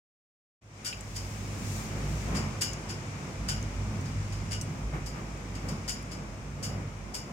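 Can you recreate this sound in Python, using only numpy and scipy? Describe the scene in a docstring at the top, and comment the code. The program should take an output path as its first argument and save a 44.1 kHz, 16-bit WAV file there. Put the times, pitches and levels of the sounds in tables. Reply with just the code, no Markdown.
"""A house porch in strong gusts, heard on a hand-held stereo phone that fades in after a moment of silence.
Far trees hiss and nearer leaves rustle. Around the microphone, air rushes past posts and eaves,
and eddies boom in the low resonances of the porch. Out on the lawn, to the left, a halyard slaps
its metal flagpole in short rattling clanks, with small dry ticks in between."""
import sys
import numpy as np
from scipy import signal
from scipy.fft import rfft, irfft, next_fast_len
from scipy.io import wavfile
from scipy.ndimage import uniform_filter1d

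SR = 44100
rng = np.random.default_rng(int(sys.argv[2]) if len(sys.argv) > 2 else 0)


def generate_wav(sig):
    """Save sig (samples, or channels by samples) to the path in sys.argv[1] as 16-bit PCM at SR."""
    pcm = np.round(np.clip(np.atleast_2d(sig).T, -1, 1) * 32767).astype(np.int16)
    wavfile.write(sys.argv[1], SR, pcm)


N = 322812
TIME = np.arange(N) / SR
PADDED, RING_N = next_fast_len(N, True), SR // 3  # samples in the scene's FFT and in one clank
FREQS = np.arange(PADDED // 2 + 1) * SR / PADDED + 1e-3
POLE_FREQS = np.arange(RING_N // 2 + 1) * SR / RING_N + 1e-3
POLE_LEAD = 13  # samples by which the pole's sound reaches the left microphone first
LOW_NOTES_HZ = 3500  # the tube's low notes lie below this

# The flagpole stands to the left. Each row: frequency in Hz, left minus right in dB.
POLE_BALANCE = [(1500, 3.5), (4500, 2.5), (8000, 7), (13000, 0)]


def undb(db):
    """Decibels to gain."""
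    return 10 ** (np.asarray(db) / 20)


def unit(x):
    """Scale to rms 1."""
    return x / np.sqrt(np.mean(x ** 2))


def curves(table):
    """The columns of a table, joined by straight lines over the times in its first column."""
    times, *columns = np.transpose(table)
    return [np.interp(TIME, times, column) for column in columns]


def across(points, freqs=FREQS):
    """(Hz, value) points joined on a log-frequency axis."""
    hz, value = np.transpose(points)
    return np.interp(np.log(freqs), np.log(np.sort(hz)), value)


def shape(x, gain):
    """Filter by a gain at every frequency."""
    return irfft(rfft(x, PADDED) * gain, PADDED)[..., :N]


def resonances(modes, freqs=FREQS):
    """Gain of a set of (Hz, half-width in Hz, dB) resonances whose powers add."""
    return np.sqrt(sum(undb(db) ** 2 / (1 + ((freqs - hz) / width) ** 2) ** 2 for hz, width, db in modes))


def walk(rate):
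    """Random levels, each held 1 / rate seconds, smoothed twice; rms 1."""
    hold = max(int(SR / rate), 2)
    held = rng.standard_normal(N)[np.arange(N) // hold]
    return unit(uniform_filter1d(uniform_filter1d(held, hold), hold))


def swell(peak_s, rise_s, fall_s):
    """A bell in time that peaks at 1."""
    return np.exp(-((TIME - peak_s) / np.where(TIME < peak_s, rise_s, fall_s)) ** 2)


def microphones(pair, gain):
    """Colour two unrelated noises and blend them to left and right: alike in bass, apart in treble."""
    # How alike the two microphones hear the wind. Each row: frequency in Hz, correlation.
    likeness = [(60, .989), (130, .985), (200, .975), (350, .84), (700, .5), (1400, -.15), (2600, .03),
                (5000, -.06), (12000, 0)]
    # Where the wind sits between them. Each row: frequency in Hz, left minus right in dB.
    balance = [(80, -1.5), (300, -0.5), (700, -.5), (1300, 1), (2400, 3.5), (5000, 3), (8000, 5),
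               (14000, -1)]
    alike = np.clip(across(likeness), -.999, .999)
    mid = shape(pair[0], gain * np.sqrt(1 + alike))
    side = shape(pair[1], gain * np.sqrt(1 - alike))
    lean_db = across(balance) / 2
    stereo = shape(np.array([mid + side, mid - side]), undb([lean_db, -lean_db]))
    return stereo / np.std(stereo.mean(axis=0))


def trees(hiss_trim_db=1.5, rustle_trim_db=7, grain_db=2.0):
    """Far foliage hisses smoothly; nearer leaves rustle in countless tiny contacts, most in flurries."""
    # Spectra of the far hiss and the near rustle. Each row: frequency in Hz, relative level in dB.
    hiss_spectrum = [(800, 0), (1800, 1.5), (2350, 5), (3200, -2), (4300, -5.5), (5200, 0.5), (7000, -1),
                     (7600, -4.5), (8500, -6.5), (10000, -16.5), (15500, -27)]
    rustle_spectrum = [(2000, -16), (3500, 10.5), (7000, 18.5), (10000, 8.5), (12000, 6.5), (15500, 5)]
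    # Level of the hiss: the opening climb is the phone fading in, then it follows the wind.
    # Each row: time in seconds, level in dB before trim.
    hiss_levels = [(.62, -70.5), (.8, -57), (1.27, -52.5), (1.8, -50.5), (2.3, -49.5), (2.7, -52.5),
                   (4.4, -52.5), (4.9, -55), (5.8, -54.5), (6.45, -57), (7.32, -58)]
    # Flurries in the leaves. Each row: peak in seconds, level in dB before trim, half length in seconds.
    flurries = [(1.3, -62.5, 0.29), (1.752, -55, 0.15), (2.164, -62, 0.15)]
    hiss_db, = curves(hiss_levels)
    hiss = microphones(rng.standard_normal((2, N)), undb(across(hiss_spectrum)))
    contacts = rng.standard_normal((2, N)) * undb(grain_db * rng.exponential(size=(2, N)))
    rustle = microphones(contacts, undb(across(rustle_spectrum)))
    stir = undb(-77.5 + 1.9 * (hiss_db + 52))  # the rustle gains 1.9 dB for each dB of hiss
    flurry = sum(undb(db) * swell(peak_s, half_s, half_s) for peak_s, db, half_s in flurries)
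    return hiss * undb(hiss_db + hiss_trim_db) + rustle * np.hypot(stir, flurry) * undb(rustle_trim_db)


def wind(eddy_flutter_db=1.5, air_flutter_db=0.39, flutter_hz=12):
    """Levels in dB of the eddies and the rushing air: a slow base, gusts and a quick shared flutter."""
    # Base levels: the opening climb is the phone fading in, then they follow the wind.
    # Each row: time in seconds, eddy level in dB, air level in dB.
    base_levels = [(.62, -63, -66), (.8, -51, -52.5), (1.05, -46.5, -50), (1.5, -41, -47.5),
                   (2.3, -39, -45), (2.85, -43.5, -46.5), (3.5, -41.5, -46), (4.4, -41, -48),
                   (4.85, -41, -47.5), (5.4, -43, -48), (6.0, -45, -49.5), (6.5, -44.5, -50),
                   (7.32, -45.5, -48)]
    # Gusts. Each row: peak in seconds, added rumble in dB, added rush in dB, rise and fall in seconds.
    gusts = [(1.98, 2, 3, 0.055, 0.11), (2.11, 5.5, -1, 0.028, .035), (2.36, 9.5, 7.5, 0.089, 0.12),
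             (4.7, 4, 0.5, 0.057, 0.053), (4.945, 9, 9, 0.016, .045), (5.17, 2.5, 5, 0.027, .05),
             (5.71, 9, 6, 0.076, .14), (6.16, 1, 3.5, 0.094, 0.13), (6.76, 7.5, 5, 0.11, 0.11)]
    eddy_db, air_db = curves(base_levels)
    for peak_s, rumble_db, rush_db, rise_s, fall_s in gusts:
        gust = swell(peak_s, rise_s, fall_s)
        eddy_db += rumble_db * gust
        air_db += rush_db * gust
    flutter = walk(flutter_hz)
    return eddy_db + eddy_flutter_db * flutter, air_db + air_flutter_db * flutter


def turbulence(swirl_db=0.34, swirl_hz=30, flicker_db=0.78, flicker_hz=11):
    """Two noises whose octave bands swirl in level together and flicker each on its own."""
    spectrum = rfft(rng.standard_normal((2, N)), PADDED)
    swirl = swirl_db * walk(swirl_hz)
    octaves = np.clip(np.log2(FREQS), 6, 14)
    air = 0
    for centre in range(6, 15):  # 64 Hz to 16 kHz
        weight = np.clip(1 - abs(octaves - centre), 0, 1)
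        band = irfft(spectrum * weight, PADDED)[:, :N]
        air += band * undb(swirl + flicker_db * walk(flicker_hz))
    return air


def rush(air_db, trim_db=0.5):
    """Air tears past posts and eaves, faintly coloured by the porch walls."""
    # Spectrum of the rushing air. Each row: frequency in Hz, relative level in dB.
    air_spectrum = [(120, -12), (220, -3.5), (310, -3.5), (450, -4), (700, -7), (1250, -8.5), (1750, -15),
                    (2300, -13), (2750, -23.5), (3400, -29), (6000, -48)]
    # Resonances between the walls. Each row: frequency in Hz, half-width in Hz, relative level in dB.
    wall_modes = [(300, 12, -10), (344.5, 16, -1), (530, 14, -5.5), (668, 32, -4.5), (1170, 150, -7)]
    colour = undb(across(air_spectrum)) * np.hypot(1, resonances(wall_modes))
    return microphones(turbulence(), colour) * undb(air_db + trim_db)


def driven(gain, level_db, steadiness):
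    """Wind-driven resonating noise; steadiness, from 0 to 1, evens out its chance beating."""
    sound = microphones(rng.standard_normal((2, N)), gain)
    envelope = abs(signal.hilbert(sound, next_fast_len(N))[:, :N])
    power = uniform_filter1d(np.mean(envelope ** 2, axis=0) / 2, size=3000)
    return unit(sound / power ** (steadiness / 2)) * undb(level_db)


def porch(eddy_db, deepest_hz=52.8, second_hz=100.5, direct_db=-13, deepest_trim_db=1.0):
    """Eddies push on the porch, which booms at two deep resonances and rumbles in the weaker ones."""
    # The two booms come and go. Each row: time in seconds, level in dB before any trim.
    deepest_levels = [(0.62, -69), (0.65, -60), (1.18, -41.5), (1.35, -48), (2.34, -35), (2.58, -54),
                      (2.65, -44), (3.21, -55), (3.38, -37), (3.88, -39.5), (4.02, -55), (4.15, -37.5),
                      (4.63, -44), (4.69, -59), (4.84, -33.5), (5.12, -45), (7.08, -44), (7.32, -56)]
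    second_levels = [(.62, -58), (.9, -50.5), (1.15, -43.5), (1.72, -35.5), (1.9, -42.5), (2.35, -38.5),
                     (2.6, -37), (2.78, -45), (3.0, -39.5), (3.35, -44.5), (3.95, -35.5), (4.6, -37.5),
                     (4.95, -44.5), (5.5, -46), (5.7, -38.5), (5.95, -48), (6.82, -39), (7.2, -53.5)]
    # Spectrum of the eddies. Each row: frequency in Hz, relative level in dB.
    eddy_spectrum = [(20, -31), (35, -32), (60, -8.5), (130, -0.5), (220, -0.5), (320, -5.5), (600, -42.5)]
    # The weaker resonances. Each row: frequency in Hz, half-width in Hz, relative level in dB.
    porch_modes = [(79.5, 12, -2.5), (119, 5.4, -28), (144.8, 11, 2), (151, 9.2, -10), (183.4, 14.4, -5.5),
                   (212.2, 4.9, -0.5), (254, 15.7, -8.5), (273, 4.4, -13)]
    deepest_db, = curves(deepest_levels)
    second_db, = curves(second_levels)
    deepest = driven(resonances([(deepest_hz, 4.1, 0)]), deepest_db + deepest_trim_db, steadiness=0.55)
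    second = driven(resonances([(second_hz, 7.4, 0)]), second_db, steadiness=0.3)
    colour = undb(across(eddy_spectrum)) * np.hypot(resonances(porch_modes), undb(direct_db))
    return deepest + second + driven(colour, eddy_db, steadiness=0.37)


def ticks(relative_width=0.094, trim_db=1):
    """Light, dry contacts that die at once, each a burst of noise around one pitch."""
    # Each row: start in seconds, level in dB before trim, pitch in Hz, time to fall 60 dB in seconds.
    contacts = [(0.927, -38, 2620, 0.059), (1.008, -42.5, 7260, 0.026), (2.733, -38, 6500, 0.022),
                (3.627, -42, 6240, 0.01), (4.011, -49, 6860, .02), (4.612, -38, 5870, 0.041),
                (4.612, -41, 8200, 0.11), (5.374, -53.5, 6760, .015), (6.026, -53, 10400, 0.027)]
    out, t = np.zeros((2, N + SR)), TIME[:SR // 10]
    for start_s, db, hz, t60 in contacts:
        burst = rng.standard_normal((2, len(t))) * undb(-60 * np.minimum(t / t60, 4))
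        tick = signal.lfilter(*signal.iirpeak(hz, 1 / relative_width, fs=SR), burst)
        tick /= np.std(tick[:, :SR // 250])  # the first 4 ms set the level
        start = int(start_s * SR)
        out[:, start:start + len(t)] += tick * undb(db + trim_db)
    return out[:, :N]


def stored(contacts, t60):
    """Amplitude of a mode that gathers the energy of each contact and loses 60 dB in t60 seconds."""
    retained = np.exp(-2 * np.log(1000) / (t60 * SR))
    return np.sqrt(signal.lfilter([1], [1, -retained], contacts ** 2))


def ringing(contacts, gain, t60, db_per_octave, diffuse_db=2):
    """Close modes ring with the contacts and reach the microphones straight and off the porch walls."""
    tilt_db = db_per_octave * np.log2(np.maximum(POLE_FREQS, 1000) / 6000)
    lean_db = across(POLE_BALANCE, POLE_FREQS) / 2
    direct = rng.standard_normal(RING_N)
    scattered = undb(diffuse_db) * rng.standard_normal((2, RING_N))
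    paths = np.array([direct, np.roll(direct, POLE_LEAD)]) + scattered
    modes = irfft(rfft(paths) * gain * undb([tilt_db + lean_db, tilt_db - lean_db]), RING_N)
    return unit(modes * stored(contacts, t60))


def pinging(contacts, low_db, place_db=2, pitch_spread=.003):
    """Lone modes of the pole swell with the contacts and fade; the place of the slap favours some."""
    # Each row: frequency in Hz, relative level in dB, time to fall 60 dB in seconds.
    lone_modes = [(1484, 0.5, 0.5), (2862, -3, 0.53), (4660, 8.5, 0.31), (4900, -2, 0.21), (5280, 7, 0.23),
                  (6690, -2, .2), (6883, 3, 0.16), (7050, 5, 0.19), (9240, -5, .2)]
    pings = 0
    for hz, db, t60 in lone_modes:
        place, phase, detune = rng.standard_normal(3)
        gain = undb(db + place_db * place + low_db * (hz < LOW_NOTES_HZ))
        cycles = hz * (1 + pitch_spread * detune) * TIME[:RING_N]
        pings += gain * stored(contacts, t60) * np.sin(2 * np.pi * (cycles + phase))
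    left, right = undb(np.array([1, -1]) * across(POLE_BALANCE, 5000) / 2)
    return unit(np.array([left * pings, right * np.roll(pings, POLE_LEAD)]))


def halyard(contacts_per_s=1100, scatter_db=3, release_s=0.007, trim_db=1.0):
    """Each slap runs along the pole as a burst of contacts that crack, clatter and set the tube ringing."""
    # Slaps of the rope. Each row: start in seconds, level in dB before trim, rise and rattle length in
    # seconds, brightness in dB per octave, lift of the low pings in dB (the tube's low ring gets half).
    slaps = [(.842, -35.5, 0.0049, 0.036, 0, 5.5), (1.147, -41, .026, 0.021, -.5, -6),
             (2.341, -38.5, 0.014, .035, -2.5, -5), (2.609, -30.5, .0015, 0.016, 0, 0.5),
             (2.885, -42.5, 0.0052, 0.023, -2, 1), (3.482, -33.5, 0.0031, 0.014, -1, 6.5),
             (4.05, -51, 0.0037, 0.0068, -6, -5), (4.316, -49, .011, .016, -3.5, -10),
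             (4.506, -38, 0.0074, 0.027, -2, 7), (5.058, -46, 0.0034, 0.0085, 2, -8),
             (5.545, -49.5, .01, 0.011, -3, 6), (5.681, -44.5, .005, .009, 0.5, -4),
             (5.877, -34.5, .001, 0.022, 0.5, -2), (6.108, -47, .004, .02, -2, -7),
             (6.625, -38.5, .002, 0.028, 0.5, 2), (7.137, -38.5, 0.0074, 0.021, 1.5, 0)]
    # Dense clatter of rope and pole. Each row: frequency in Hz, relative level in dB.
    clatter_spectrum = [(900, -15), (1600, -4), (2300, -3), (3100, -5.5), (4250, -9), (4700, 7),
                        (6000, -1.5), (7200, 1.5), (9200, -2), (10700, -16.5), (12300, -8), (15500, -23)]
    # The pole's clusters of close modes. Each row: frequency in Hz, half-width in Hz, relative dB.
    pole_modes = [(1490, 30, 5), (2360, 89, -4), (2893, 116, 3.5), (3070, 340, -5.5), (4640, 48, 4),
                  (4830, 120, -1), (5110, 120, 10), (5580, 120, 6), (5830, 120, -9), (6860, 77, 7),
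                  (6780, 150, 0), (7300, 180, -12), (8100, 140, -11), (8750, 160, -18), (9330, 75, -8),
                  (11800, 220, -12), (12700, 220, -29)]
    out, t = np.zeros((2, N + RING_N)), TIME[:RING_N]
    rattle = undb(across(clatter_spectrum, POLE_FREQS))
    tube = resonances(pole_modes, POLE_FREQS)
    for start_s, db, rise_s, length_s, brightness, low_db in slaps:
        touches = rng.random(RING_N) < contacts_per_s / SR
        envelope = np.minimum(t / rise_s, 1) * np.exp(-np.maximum(t - length_s, 0) / release_s)
        contacts = touches * envelope * undb(scatter_db * rng.standard_normal(RING_N))
        low_lift = undb(low_db / 2 * (POLE_FREQS < LOW_NOTES_HZ))
        clatter = ringing(contacts, rattle, t60=0.21, db_per_octave=brightness)
        crack = ringing(contacts, rattle, t60=0.011, db_per_octave=brightness)
        ring = ringing(contacts, tube * low_lift, t60=0.39, db_per_octave=brightness)
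        clank = clatter + undb(-1) * (crack + ring) + undb(-5) * pinging(contacts, low_db)
        clank /= np.std(clank[:, :SR // 20])  # the first 50 ms set the level
        start = int(start_s * SR)
        out[:, start:start + RING_N] += clank * undb(db + trim_db)
    return out[:, :N]


def scene():
    """Wind close by on the porch and farther off in the trees, with the flagpole on the lawn."""
    eddy_db, air_db = wind()
    return porch(eddy_db) + rush(air_db) + trees() + halyard() + ticks()


def record(dry, open_s=0.611, fade_s=.015, low_cut_hz=42.3, top_hz=15800):
    """The phone fades in from silence and cuts the lowest rumble and the highest treble."""
    fade_in = np.clip((TIME - open_s) / fade_s, 0, 1)
    low_cut = signal.butter(8, low_cut_hz, "high", fs=SR, output="sos")
    high_cut = signal.ellip(10, .2, 70, top_hz, fs=SR, output="sos")
    return signal.sosfilt(high_cut, signal.sosfilt(low_cut, dry) * fade_in)


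dry = scene()
out = record(dry)
generate_wav(out)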